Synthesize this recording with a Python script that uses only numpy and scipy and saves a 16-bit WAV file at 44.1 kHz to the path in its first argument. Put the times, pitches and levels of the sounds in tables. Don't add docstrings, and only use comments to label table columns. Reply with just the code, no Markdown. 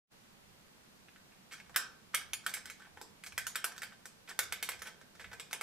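import sys
import numpy as np
from scipy import signal
from scipy.fft import rfft, irfft, next_fast_len
from scipy.io import wavfile

SR = 44100
rng = np.random.default_rng(int(sys.argv[2]) if len(sys.argv) > 2 else 0)


def linear_from_db(decibels):
    return 10 ** (np.asarray(decibels, float) / 20)


def put_to_file(sound):
    columns = np.atleast_2d(sound).T
    safe = np.clip(columns, -1, 1)
    whole_steps = np.round(safe * 32767)
    wavfile.write(sys.argv[1], SR, whole_steps.astype(np.int16))


N = 247842


def rms_one(x):
    return x / np.sqrt(np.mean(x ** 2) + 1e-20)


def at_hz(points, hz):
    table_hz, values = np.array(points).T
    return np.interp(np.log(hz), np.log(table_hz), values)


def butter(x, order, hz, kind):
    return signal.sosfilt(signal.butter(order, hz, kind, fs=SR, output="sos"), x)


# time in seconds, level in dB.
PRESSES = [(0.5, -72), (1.76, -69.5), (2.3, -64), (2.65, -70), (2.98, -72), (3.41, -55), (3.8, -69),
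           (4.5, -62.5), (4.75, -61.5), (5.3, -61.5)]


def rumble():
    lumps = butter(rng.standard_normal((2, N)), 2, [55, 105], "band")
    t = np.arange(N) / SR
    press_s, resting_db = 0.093, -77.5
    load = linear_from_db(resting_db)
    for s, db in PRESSES:
        load = load + linear_from_db(db) * np.exp(-((t - s) / press_s) ** 2)
    return linear_from_db(12.0) * load * rms_one(lumps) * linear_from_db([[-2.5], [2.5]])


# frequency in Hz, density in dB per Hz.
HISS = [(25, -15), (70, -18), (195, -4), (285, -12), (2000, -17.5), (4490, -21), (15000, -30), (16100, -58)]
# frequency in Hz, correlation from -1 to 1.
LIKENESS = [(60, 0.72), (130, 0.73), (290, 0.44), (640, -0.11), (1410, 0.073), (3100, -0.22),
            (6820, 0.0086), (15000, -0.0071)]
# frequency in Hz, left minus right in dB.
LEANING = [(60, -7), (240, -3), (950, -1.0), (3770, -0.5), (15000, -2)]


def hiss():
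    hz = np.maximum(np.fft.rfftfreq(N, 1 / SR), 1)
    mid, side = rfft(rng.standard_normal((2, N)))
    alike = np.clip(at_hz(LIKENESS, hz) - 0.12, -1, 1)
    lean_db = at_hz(LEANING, hz) / 2
    shared, opposed = np.sqrt(1 + alike) * mid, np.sqrt(1 - alike) * side
    left = (shared + opposed) * linear_from_db(lean_db)
    right = (shared - opposed) * linear_from_db(-lean_db)
    return linear_from_db(-46) * rms_one(irfft(np.array([left, right]) * linear_from_db(at_hz(HISS, hz)), N))


# frequency in Hz, t60 in seconds.
ROOM = [(300, 0.72), (800, 0.51), (2100, 0.35), (5500, 0.3), (14600, 0.08)]
# frequency in Hz, side over mid in dB.
WIDTH = [(400, -3), (1500, -5.5), (2500, -6), (5000, -4.5), (12000, 1)]
# frequency in Hz, level in dB.
WETNESS = [(400, -1), (900, -4.5), (1500, -6), (2500, -3), (3500, -1.5), (5000, 2.5), (12000, 7.5)]


def room(x):
    t = np.arange(int(0.35 * SR)) / SR
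    white = rng.standard_normal((2, 2, len(t)))
    edges = 200 * 2 ** np.arange(0, 6.6, 0.5)
    tail = 0
    for k, (low, high) in enumerate(zip(edges, edges[1:])):
        mid, side = butter(white[k % 2], 2, [low, high], "band")
        hz = np.sqrt(low * high)
        fading = linear_from_db(at_hz(WETNESS, hz) - 60 * t / at_hz(ROOM, hz))
        tail = tail + (mid + linear_from_db(at_hz(WIDTH, hz)) * side * [[1], [-1]]) * fading
    tail = linear_from_db(-32.5) * tail * (1 - np.exp(-t / 0.0012))
    return signal.fftconvolve(x[None], tail, axes=1)[:, :N]


def moving_room(x, count=6):
    turn = np.arange(N) / SR * 1.55
    shares = np.cos(np.pi * (turn + np.arange(count)[:, None] / count)) ** 8
    shares = shares / np.sqrt((shares ** 2).sum(axis=0))
    return sum(room(x * share) for share in shares)


def ring(force, modes, extra_db):
    out = np.zeros((2, len(force)))
    strike = np.arange(len(force)) == np.argmax(np.abs(force))
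    both = np.array([force, strike]) + 1e-18
    for k, ((hz, level_db, t60), more_db) in enumerate(zip(modes, extra_db)):
        r = linear_from_db(-60 / (max(t60, 0.001) * SR))
        w = 2 * np.pi * hz / SR
        mode = signal.lfilter([0, np.sin(w)], [1, -2 * r * np.cos(w), r * r], both)
        size = np.sqrt((mode ** 2).sum(axis=1, keepdims=True) / t60)
        out += (-1) ** k * linear_from_db(level_db + more_db) * mode / size
    return out / np.sqrt((out ** 2).sum(axis=1, keepdims=True))


def chatter(draws, ms, delay_ms, size=5000):
    count = len(draws) // 2
    lag_ms = ms * draws[:count] ** 1.3 * 3.1
    signed = 2 * draws[count:] - 1
    at = np.clip((lag_ms + delay_ms) * SR / 1000, 0, size - 1).astype(int)
    force = np.zeros(size)
    np.add.at(force, at, (0.3 + lag_ms / ms) * np.exp(-1.6 * lag_ms / ms) * signed)
    return force


# frequency in Hz, level in dB, t60 in seconds.
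SHELL = [(1200, -5.5, 0.015), (1170, -2, 0.004), (1314, -3.5, 0.018), (1376, -8, 0.019), (1543, -21, 0.22),
         (1560, 4.5, 0.04), (1675, -3, 0.045), (1789, 0, 0.022), (1950, -13, 0.0034), (2056, -6, 0.016),
         (2127, -1, 0.031), (2220, 0, 0.031), (2430, -4, 0.035), (2453, -1.5, 0.045)]
# frequency in Hz, level in dB, t60 in seconds.
STEEL = [(5040, 4.5, 0.0008), (7004, 1, 0.0027), (7310, 3, 0.0022), (9020, 3, 0.0011), (10560, -2, 0.0021),
         (11600, -3, 0.002), (13100, 1, 0.00097), (15900, -4, 0.00078)]
# frequency in Hz, level in dB, t60 in seconds.
THUD = [(460, -5.5, 0.016), (646, -10, 0.023), (906, -2, 0.0097)]
# frequency in Hz, level in dB, t60 in seconds.
FRAME = [(2880, -6, 0.027), (3260, 8.5, 0.013), (3570, -3, 0.036), (3583, 5.5, 0.022), (3960, -3.5, 0.0085),
         (4420, -2, 0.011)]


def touches(events, ms, steel_late_ms, gain_db):
    out = np.zeros((2, N + SR))
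    for s, db, hz, thud_db, frame_db, steel_db in events:
        d = rng.random((4, 60))
        z = rng.standard_normal(40)
        near_db = -11.0 * np.abs(np.log2(np.array(SHELL)[:, 0] / hz))
        dull_db = 0.42 * (db + 19.5) * np.log2(np.array(STEEL)[:, 0] / 7000)
        sound = ring(chatter(d[0], ms, 0), SHELL, near_db + 1.4 * z[:len(SHELL)])
        boiler = [(hz, 0, 0.0055)]
        sound += linear_from_db(-1.5) * ring(chatter(d[0], ms, 0.2), boiler, [0])
        sound = butter(sound, 1, 800, "high")
        sound += linear_from_db(thud_db + 11.5) * ring(chatter(d[1], ms, 0.49), THUD, 1.8 * z[14:17])
        plates = chatter(d[2], ms, 0.7 * steel_late_ms)
        sound += linear_from_db(frame_db + 11.5) * ring(plates, FRAME, 2.1 * z[18:24])
        works = chatter(d[3], 0.9 * ms, steel_late_ms)
        sound += linear_from_db(steel_db + 14.0) * ring(works, STEEL, dull_db + 1.24 * z[26:34])
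        at = round((s - 0.0012) * SR)
        out[:, at:at + 5000] += linear_from_db(db + gain_db) * sound
    return out[:, :N]


def sharp(events):
    return touches(events, ms=1.7, steel_late_ms=1.1, gain_db=20.0)


def scuff(events):
    return touches(events, ms=9.0, steel_late_ms=0.35, gain_db=22.0)


def scuff_thud_db(s):
    return -35.0 + 3.5 * s


# start in seconds, peak in dB, shell pitch in Hz, thud share in dB, steel share in dB.
BUMPS = [(1.696, -40, 1280, -12, -21), (2.87, -46, 900, -4, -30), (2.973, -33, 1680, -11, -30),
         (3.014, -33, 900, -9, -12), (5.014, -38, 1530, -14, -19)]


def bumps():
    return sharp([(s, db, hz, thud, -25.0, steel) for s, db, hz, thud, steel in BUMPS])


# start in seconds, peak in dB, shell pitch in Hz, steel share in dB.
RUBS = [(1.511, -36.5, 2190, -23), (1.521, -31, 1790, -17), (1.536, -33, 1680, -18),
        (1.578, -41, 1810, -22), (1.659, -48, 2020, -24), (1.743, -32, 1830, -29), (2.134, -37, 1500, -22),
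        (2.438, -43, 1560, -16), (2.569, -29, 1650, -19.5), (2.796, -40, 1170, -21),
        (2.819, -37.5, 1600, -26), (2.848, -40.5, 1660, -27), (3.264, -33, 2050, -10.5),
        (3.922, -39, 1590, -27), (4.276, -34.5, 2140, -25), (4.29, -31, 1620, -14),
        (4.306, -29.5, 1750, -23), (4.857, -31.5, 1900, -21), (4.87, -28.5, 1850, -19),
        (4.88, -35, 1580, -21), (5.152, -45, 1580, -15), (5.196, -33, 1870, -24), (5.209, -36.5, 1880, -18),
        (4.735, -33, 2200, -24), (5.315, -34.5, 1600, -26), (5.331, -32.5, 1850, -18.5),
        (2.674, -35, 1950, -24), (5.544, -30.5, 2430, -22)]


def rubs():
    return scuff([(s, db, hz, scuff_thud_db(s), -19.5, steel) for s, db, hz, steel in RUBS])


# start in seconds, peak in dB, shell pitch in Hz, steel share in dB.
KNOCKS = [(1.086, -41, 2530, -34), (1.161, -39, 1740, -33), (1.321, -45.5, 2530, -28),
          (1.601, -33.5, 2220, -26), (2.213, -32, 1530, -18), (2.494, -29.5, 1620, -14),
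          (2.657, -30, 1640, -13), (3.238, -30, 2050, -17.5), (3.323, -33.5, 2120, -19.5),
          (3.549, -38, 2170, -11), (3.721, -32.5, 1720, -20), (3.764, -37, 1720, -17),
          (3.78, -31, 1620, -12.5), (4.056, -30.5, 1600, -15), (4.433, -31, 1600, -12),
          (4.719, -28.5, 2150, -17), (4.792, -38.5, 2130, -13.5), (5.244, -29, 1950, -33),
          (5.511, -32.5, 1610, -17)]


def key_knocks():
    return sharp([(s, db, hz, -27.0, -21.0, steel) for s, db, hz, steel in KNOCKS])


# start in seconds, peak in dB, shell pitch in Hz.
RELEASE = [(2.1434, -18, 1300), (1.762, -12.5, 1980), (4.3915, -21, 2200), (3.556, -23, 1430)]


def shell_release():
    return sharp([(s, db, hz, -50, -50, -50) for s, db, hz in RELEASE])


# start in seconds, peak in dB, pitch in Hz where the shell
# rings most, frame share in dB, steel share in dB.
SNAPS = [(1.761, -13.5, 1600, -18.5, -11), (2.146, -14.5, 2160, -14, -11), (2.334, -22, 2300, -8, -9.5),
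         (2.464, -14, 1540, -17.5, -19), (2.539, -20, 2080, -19.5, -14), (2.7, -27.5, 2070, -19.5, -17),
         (3.379, -16, 1800, -18, -14.5), (3.468, -21.5, 1400, -15.5, -13), (3.557, -19.5, 2100, -15, -12.5),
         (3.643, -14.5, 1540, -21.5, -14.5), (3.82, -23.5, 1700, -24, -19), (3.832, -24, 1850, -19, -19),
         (4.391, -13.5, 1670, -21, -11.5), (4.524, -19.5, 2110, -15, -13.5),
         (4.627, -20.5, 2140, -12.5, -12.5), (4.69, -18.5, 2100, -17, -14), (4.82, -25, 1800, -20, -16.5),
         (5.398, -29, 2420, -13, -13.5), (5.53, -20.5, 2050, -14.5, -13.5), (5.611, -19, 2100, -27, -19.5)]


def key_rattle():
    return scuff([(s + 0.013, db - 17.0, hz, scuff_thud_db(s), -19.5, -22.0)
                  for s, db, hz, _, _ in SNAPS])


def snaps():
    return sharp([(s, db, hz, -46.0 + 5.0 * s, frame, steel) for s, db, hz, frame, steel in SNAPS])


def locomotive():
    touched = bumps() + rubs() + key_knocks() + shell_release() + key_rattle() + snaps()
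    return butter(touched, 3, 420, "highpass")


def scene():
    engine, radiated = locomotive()
    tail = moving_room(0.5 * engine + radiated)
    for ms, db in [(6.0, -6.5), (11.5, -14.0)]:
        engine = engine + linear_from_db(db) * np.roll(engine, round(ms * SR / 1000))
    turned = signal.hilbert(engine, next_fast_len(N))[:N].imag
    high = signal.butter(1, 3000, "high", fs=SR, output="sos")
    wide = signal.sosfiltfilt(high, turned)
    placed = (engine + 0.75 * wide * [[1], [-1]] + tail) * linear_from_db([[-0.8], [0.8]])
    return placed + hiss() + rumble()


# time in seconds, level in dB.
OPENING = [(.072, -60), (.074, -53), (.1, -39), (.122, -15.5)]


def fade_in(x):
    t = np.arange(N) / SR
    return x * linear_from_db(np.interp(t, *np.transpose(OPENING))) * (t > 0.072)


def top_cut(x):
    return signal.sosfilt(signal.butter(12, 16490, fs=SR, output="sos"), x)


def record(dry):
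    cut = signal.sosfilt(signal.cheby2(12, 70, 16600, fs=SR, output="sos"), dry)
    return top_cut(fade_in(cut))


dry = scene()
out = record(dry)
put_to_file(out)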